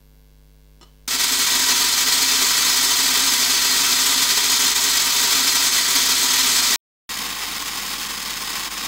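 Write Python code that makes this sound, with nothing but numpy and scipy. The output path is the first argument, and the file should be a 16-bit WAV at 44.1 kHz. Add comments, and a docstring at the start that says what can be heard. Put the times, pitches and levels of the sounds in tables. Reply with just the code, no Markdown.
"""A shower falls on bare corrugated aluminium in a rain test: thousands of drops a second ring its modes.
Each drop is a short burst of noise plus decaying tones, landing at a random moment on a random spot.
A valve clacks first, made of noise cracks and metallic tones; a faint whistle stops before it.
After a silence the same shower patters on a damped sheet, quieter and duller.
Both runs come through one microphone channel with mains hum, buzz and hiss."""
import sys
import numpy as np
from scipy import signal
from scipy.fft import rfft, irfft, next_fast_len
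from scipy.io import wavfile
from scipy.ndimage import uniform_filter1d, map_coordinates

SR = 44100
rng = np.random.default_rng(int(sys.argv[2]) if len(sys.argv) > 2 else 0)


def store_wav(level_fs):
    """Save 16-bit WAV to argv[1]."""
    pcm = np.round(np.clip(np.atleast_2d(level_fs), -1, 1) * 32767)
    wavfile.write(sys.argv[1], SR, pcm.T.astype(np.int16))


N = 391166

# bending modes of each sheet, the notes it rings at: (frequency [Hz], width [Hz], relative level [dB])
BARE_SHEET_MODES = [(263.2, 20, -9), (379, 15.5, -13.5), (425, 16, -14), (696, 73, -21.5), (942, 25.4, -10),
                    (981, 20, -7.5), (1124, 29, -12.5), (1214, 18, -7), (1347, 16, -7), (1545, 39, -9.5),
                    (1910, 34, -5), (2040, 41, -10.5), (2226, 10.6, -6), (2322, 67, -12.5), (2620, 17, -6),
                    (3073, 26, -6.5), (3602, 18, -3), (3900, 13, -3.5), (4207, 30, -0.5), (4510, 22, -1),
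                    (4872, 53, -3), (5247, 38, -2.5), (6030, 37, -2.5), (6350, 16, 0.5), (6750, 13, -1.5),
                    (7820, 21, -3.5), (8200, 20, -4), (8970, 57, -13.6), (11250, 39, -17), (11830, 56, -15)]
DAMPED_SHEET_MODES = [(207, 38, -4.5), (288, 38, -4.3), (470, 25, -9), (1080, 95, 0.5), (1924, 72, -1.5),
                      (2130, 170, -7), (2370, 34, -1), (2645, 98, -3), (3090, 64, -1.5), (3360, 50, -1.5),
                      (3770, 120, -2.5), (4440, 252, -4.5), (4955, 100, -4), (5160, 180, -1),
                      (6450, 67, -6)]
# wash of splashes and crowded weak modes between those notes: (frequency [Hz], relative level [dB])
BARE_SHEET_WASH = [(25, -39.5), (80, -30), (200, -25.5), (560, -29), (850, -19.5), (2400, -15),
                   (2830, -16.5), (3200, -9), (5100, -11), (5650, -12), (7650, -10), (8700, -17),
                   (12800, -20.5), (14400, -17), (15800, -18)]
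DAMPED_SHEET_WASH = [(25, -27), (80, -18.5), (350, -13), (600, -20), (830, -7.5), (1300, -7.5),
                     (1650, -7.5), (4000, -8), (5600, -8.5), (7600, -7.5), (9500, -13.5), (12700, -15),
                     (15600, -10.5)]
# how long the wash of one drop takes to fade by 60 dB: (frequency [Hz], fade time [s])
BARE_WASH_FADE = [(200, 0.13), (4000, 0.12), (8000, 0.055), (14000, 0.02)]
DAMPED_WASH_FADE = [(200, 0.078), (4000, 0.024), (8000, 0.014), (14000, 0.013)]
# strikes and rattles of the valve's plunger: (time [s], level [dB])
VALVE_STRIKES = [(.812, -42), (.817, -46), (.829, -41)]
# notes of the valve's metal body: (frequency [Hz], relative level [dB], time to fade by 60 dB [s])
VALVE_BODY_MODES = [(344, 4, 0.074), (970, -3, .06), (1224, -5, 0.18), (1980, -11, 0.091), (2950, -1, 0.11),
                    (3010, -15.5, 0.68), (3450, -2, .07), (4177, -6, 0.2), (5400, -2, .09),
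                    (6880, -13, .05), (7300, -4, .05), (9380, -16, .06)]
# tone colour of the valve's crack and of the channel noises: (frequency [Hz], relative level [dB])
CRACK_COLOUR = [(100, -18.5), (330, 4), (1200, 1.5), (2200, -12.5), (3200, -3), (7500, -8.5), (10000, -20),
                (15000, -29.5)]
HUM_COLOUR = [(20, -8.5), (50, 2), (150, -6.5), (250, -13), (350, -23.5), (450, -17.5), (800, -28.5),
              (2000, -34.5), (15000, -54)]
BUZZ_COLOUR = [(50, -9.5), (1000, -3.5), (4500, 3), (8000, -5), (11000, -5), (14500, -1.5)]
HISS_COLOUR = [(25, 3.5), (100, -6.5), (350, -11), (900, -23), (10000, -26.5), (14500, -21.5)]
# brief lulls where the stream thins out: (time [s], depth [dB])
STREAM_LULLS = [(1.09, 6.5), (1.172, 8), (1.262, 3.5), (1.307, 3), (3.606, 2), (4.739, 5.5), (5.026, 2),
                (5.538, 2), (7.348, 3.5), (7.646, 2.5), (8.696, 6.5)]

SPRAY_START, CUT_START, CUT_END = 1.077, 6.76, 7.092  # s
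MAINS_HZ, WHINE_HZ = 50, 14035
TOP_HZ = 15830  # band limit of the channel
BARE_DB, DAMPED_DB = -16.35, -25.5  # level on each sheet once the pressure is up, before any thinning
START_WEAK_DB, BUILD_UP_S = 2.5, 0.1  # shortfall at the start, and the time constant of its fading
LULL_S = 0.012  # each lull fades in and out over about this time
SLAP_DB, SLAP_S = 2, 0.004  # extra strength as the stream's front lands, and its time constant


def amp(db):
    """Turn decibels into a plain multiplier."""
    return 10 ** (np.asarray(db) / 20)


def unit(x):
    """Scale a sound to an average (rms) strength of one."""
    return x / np.sqrt(np.mean(x ** 2) + 1e-20)


def clock():
    """The time of every sample, in seconds."""
    return np.arange(N) / SR


def along(points, hz):
    """Read a curve of (Hz, value) points, joined by lines on a log frequency axis."""
    f, v = np.transpose(points)
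    return np.interp(np.log(hz + 1), np.log(f + 1), v)


def wobble(rate, steady_s=0.14):
    """Quick random swings, rate knots a second, that even out over steady_s."""
    knots = rng.standard_normal(int(N * rate / SR) + 4)
    swings = map_coordinates(knots, [clock() * rate])
    return swings - uniform_filter1d(swings, int(steady_s * SR))


def coloured(x, spectrum, size=8192):
    """Filter x to the given (Hz, dB) curve, with no sound ahead of its cause."""
    log_gain = np.log(amp(along(spectrum, np.fft.rfftfreq(size, 1 / SR))))
    # folding the cepstrum puts the whole response after time zero
    cepstrum = irfft(log_gain)
    cepstrum[1:size // 2] *= 2
    cepstrum[size // 2 + 1:] = 0
    response = irfft(np.exp(rfft(cepstrum)))
    filtered = signal.fftconvolve(np.atleast_2d(x), response[None], axes=1)
    return filtered[:, :x.shape[-1]].reshape(x.shape)


def whine(hz, db, end):
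    """A thin, faint whistle: one pure tone that fades out in the last 0.05 s before end."""
    t = clock()
    fade = np.clip((end - t) * 20, 0, 1)
    return amp(db) * np.sin(2 * np.pi * hz * t) * fade


def mains(hum_db, buzz_db, hiss_db):
    """Pick-up in the cable: every half cycle a sharp spike, then a surge of the same sign, over hiss."""
    half_cycle, lag = round(SR / MAINS_HZ / 2), round(.0017 * SR)  # samples
    kicks = np.zeros(N)
    moments = np.arange(half_cycle // 2, N, half_cycle)
    kicks[moments] = (-1) ** np.arange(len(moments))
    buzz = amp(buzz_db) * unit(coloured(kicks, BUZZ_COLOUR))
    hum = amp(hum_db) * unit(coloured(np.roll(kicks, lag), HUM_COLOUR))
    hiss = amp(hiss_db) * unit(coloured(rng.standard_normal(N), HISS_COLOUR))
    return hum + buzz + hiss


def valve(crack_db, crack_t60, room_db, room_t60, blur_hz):
    """Each contact is a short crack and a rough metallic ring, with a faint room tail."""
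    out, t = np.zeros(N), np.arange(SR // 2) / SR
    for s, db in VALVE_STRIKES:
        # loose parts jostle, so the phase of each mode wanders
        steps = rng.standard_normal((len(VALVE_BODY_MODES), len(t)))
        wander = np.cumsum(steps, axis=1) * np.sqrt(2 * np.pi * blur_hz / SR)
        ring = np.zeros(len(t))
        for (hz, level, t60), phase in zip(VALVE_BODY_MODES, wander):
            ring += amp(level - 60 * t / t60) * np.sin(2 * np.pi * hz * t + phase)
        fading = amp(crack_db - 60 * t / crack_t60) + amp(room_db - 60 * t / room_t60)
        crack = fading * unit(coloured(rng.standard_normal(len(t)), CRACK_COLOUR))
        out[round(s * SR):][:len(t)] += amp(db) * (.5 * ring + crack)
    return out


def flow():
    """Strength of the stream in dB: a slap, a build-up, then it holds, apart from brief lulls."""
    t = clock()
    age = np.maximum(t - SPRAY_START, 0)
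    slap = SLAP_DB * np.exp(-age / SLAP_S)
    shortfall = START_WEAK_DB * np.exp(-age / BUILD_UP_S)
    lulls = sum(depth_db * np.exp(-((t - s) / LULL_S) ** 2) for s, depth_db in STREAM_LULLS)
    return slap - shortfall - lulls


def spray(level_db, slosh_db, flutter_db):
    """Force of the stream: it flutters, and sloshing thins it out for moments."""
    flutter = flutter_db * wobble(110)
    slosh = slosh_db * np.abs(wobble(20))
    return amp(level_db + flow() + flutter - slosh)


def sheet(modes, wash, decay, count=24, size=8192):
    """The sound of one drop at each of count spots: fading noise plus the ringing modes."""
    # treble and bass of the noise fade at their own speeds
    hz, frames, z = signal.stft(rng.standard_normal((count, size)), SR, nperseg=128)
    fading = amp(-60 * frames / along(decay, hz)[:, None])
    fading /= np.sqrt(np.mean(fading ** 2, axis=1, keepdims=True))
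    diffuse = signal.istft(z * fading, SR, nperseg=128)[1][:, :size]
    diffuse /= np.linalg.norm(diffuse, axis=1, keepdims=True)

    t = np.arange(size) / SR
    rings = []
    for f, width, db in modes:
        # a wider mode dies sooner
        strength = amp(db) * 2 * np.pi * width / SR
        rings.append(strength * np.exp(-np.pi * width * t) * np.cos(2 * np.pi * f * t))
    # a mode swings up at one spot and down at another
    shapes = np.sign(rng.standard_normal((count, len(modes))))
    spots = coloured(diffuse, wash) + shapes @ np.array(rings)
    return unit(spots) / np.sqrt(size)


def patter(spots, force, drops_per_s, scatter_db):
    """Drops of unequal size land at random moments on random spots."""
    lands = rng.random(N) < drops_per_s / SR
    spread = amp(scatter_db * (2 * rng.random(N) - 1))
    sizes = spread * np.sign(rng.standard_normal(N))
    blows = unit(lands * sizes) * force
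    where = rng.integers(len(spots), size=N)
    return sum(signal.oaconvolve(blows * (where == k), spot)[:N] for k, spot in enumerate(spots))


def damped_sheet():
    """With damping each drop dies quickly, so the single blows stand out more."""
    force = spray(DAMPED_DB, slosh_db=1.6, flutter_db=1.22)
    spots = sheet(DAMPED_SHEET_MODES, DAMPED_SHEET_WASH, DAMPED_WASH_FADE)
    return patter(spots, force, drops_per_s=5500, scatter_db=11.0)


def bare_sheet():
    """The stream arrives at once and sets the bare metal ringing."""
    force = spray(BARE_DB, slosh_db=1.01, flutter_db=1.38) * (clock() > SPRAY_START)
    spots = sheet(BARE_SHEET_MODES, BARE_SHEET_WASH, BARE_WASH_FADE)
    return patter(spots, force, drops_per_s=4500, scatter_db=9.5)


def scene():
    """Two runs with silence between them, the same in both ears."""
    t = clock()
    floor = mains(hum_db=-50.0, buzz_db=-64.5, hiss_db=-61.5)
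    whistle = whine(WHINE_HZ, db=-68, end=.3)
    clack = valve(crack_db=-7, crack_t60=.035, room_db=-18.5, room_t60=0.51, blur_hz=20)
    first = bare_sheet() + clack + floor + whistle
    second = damped_sheet() + floor
    mono = first * (t < CUT_START) + second * (t > CUT_END)
    return np.array([mono, mono])


def record(dry):
    """The input stage rounds off the peaks, upward ones sooner; nothing is kept above the band limit."""
    ceiling = np.where(dry > 0, .37, .54)
    rounded = dry / (1 + np.abs(dry / ceiling) ** 4) ** (1 / 4)
    size = next_fast_len(N + SR // 2)
    # the last 100 Hz below the limit slope down to nothing
    passed = np.clip((TOP_HZ - np.fft.rfftfreq(size, 1 / SR)) / 100, 0, 1)
    return irfft(rfft(rounded, size) * passed, size)[:, :N]


dry = scene()
out = record(dry)
store_wav(out)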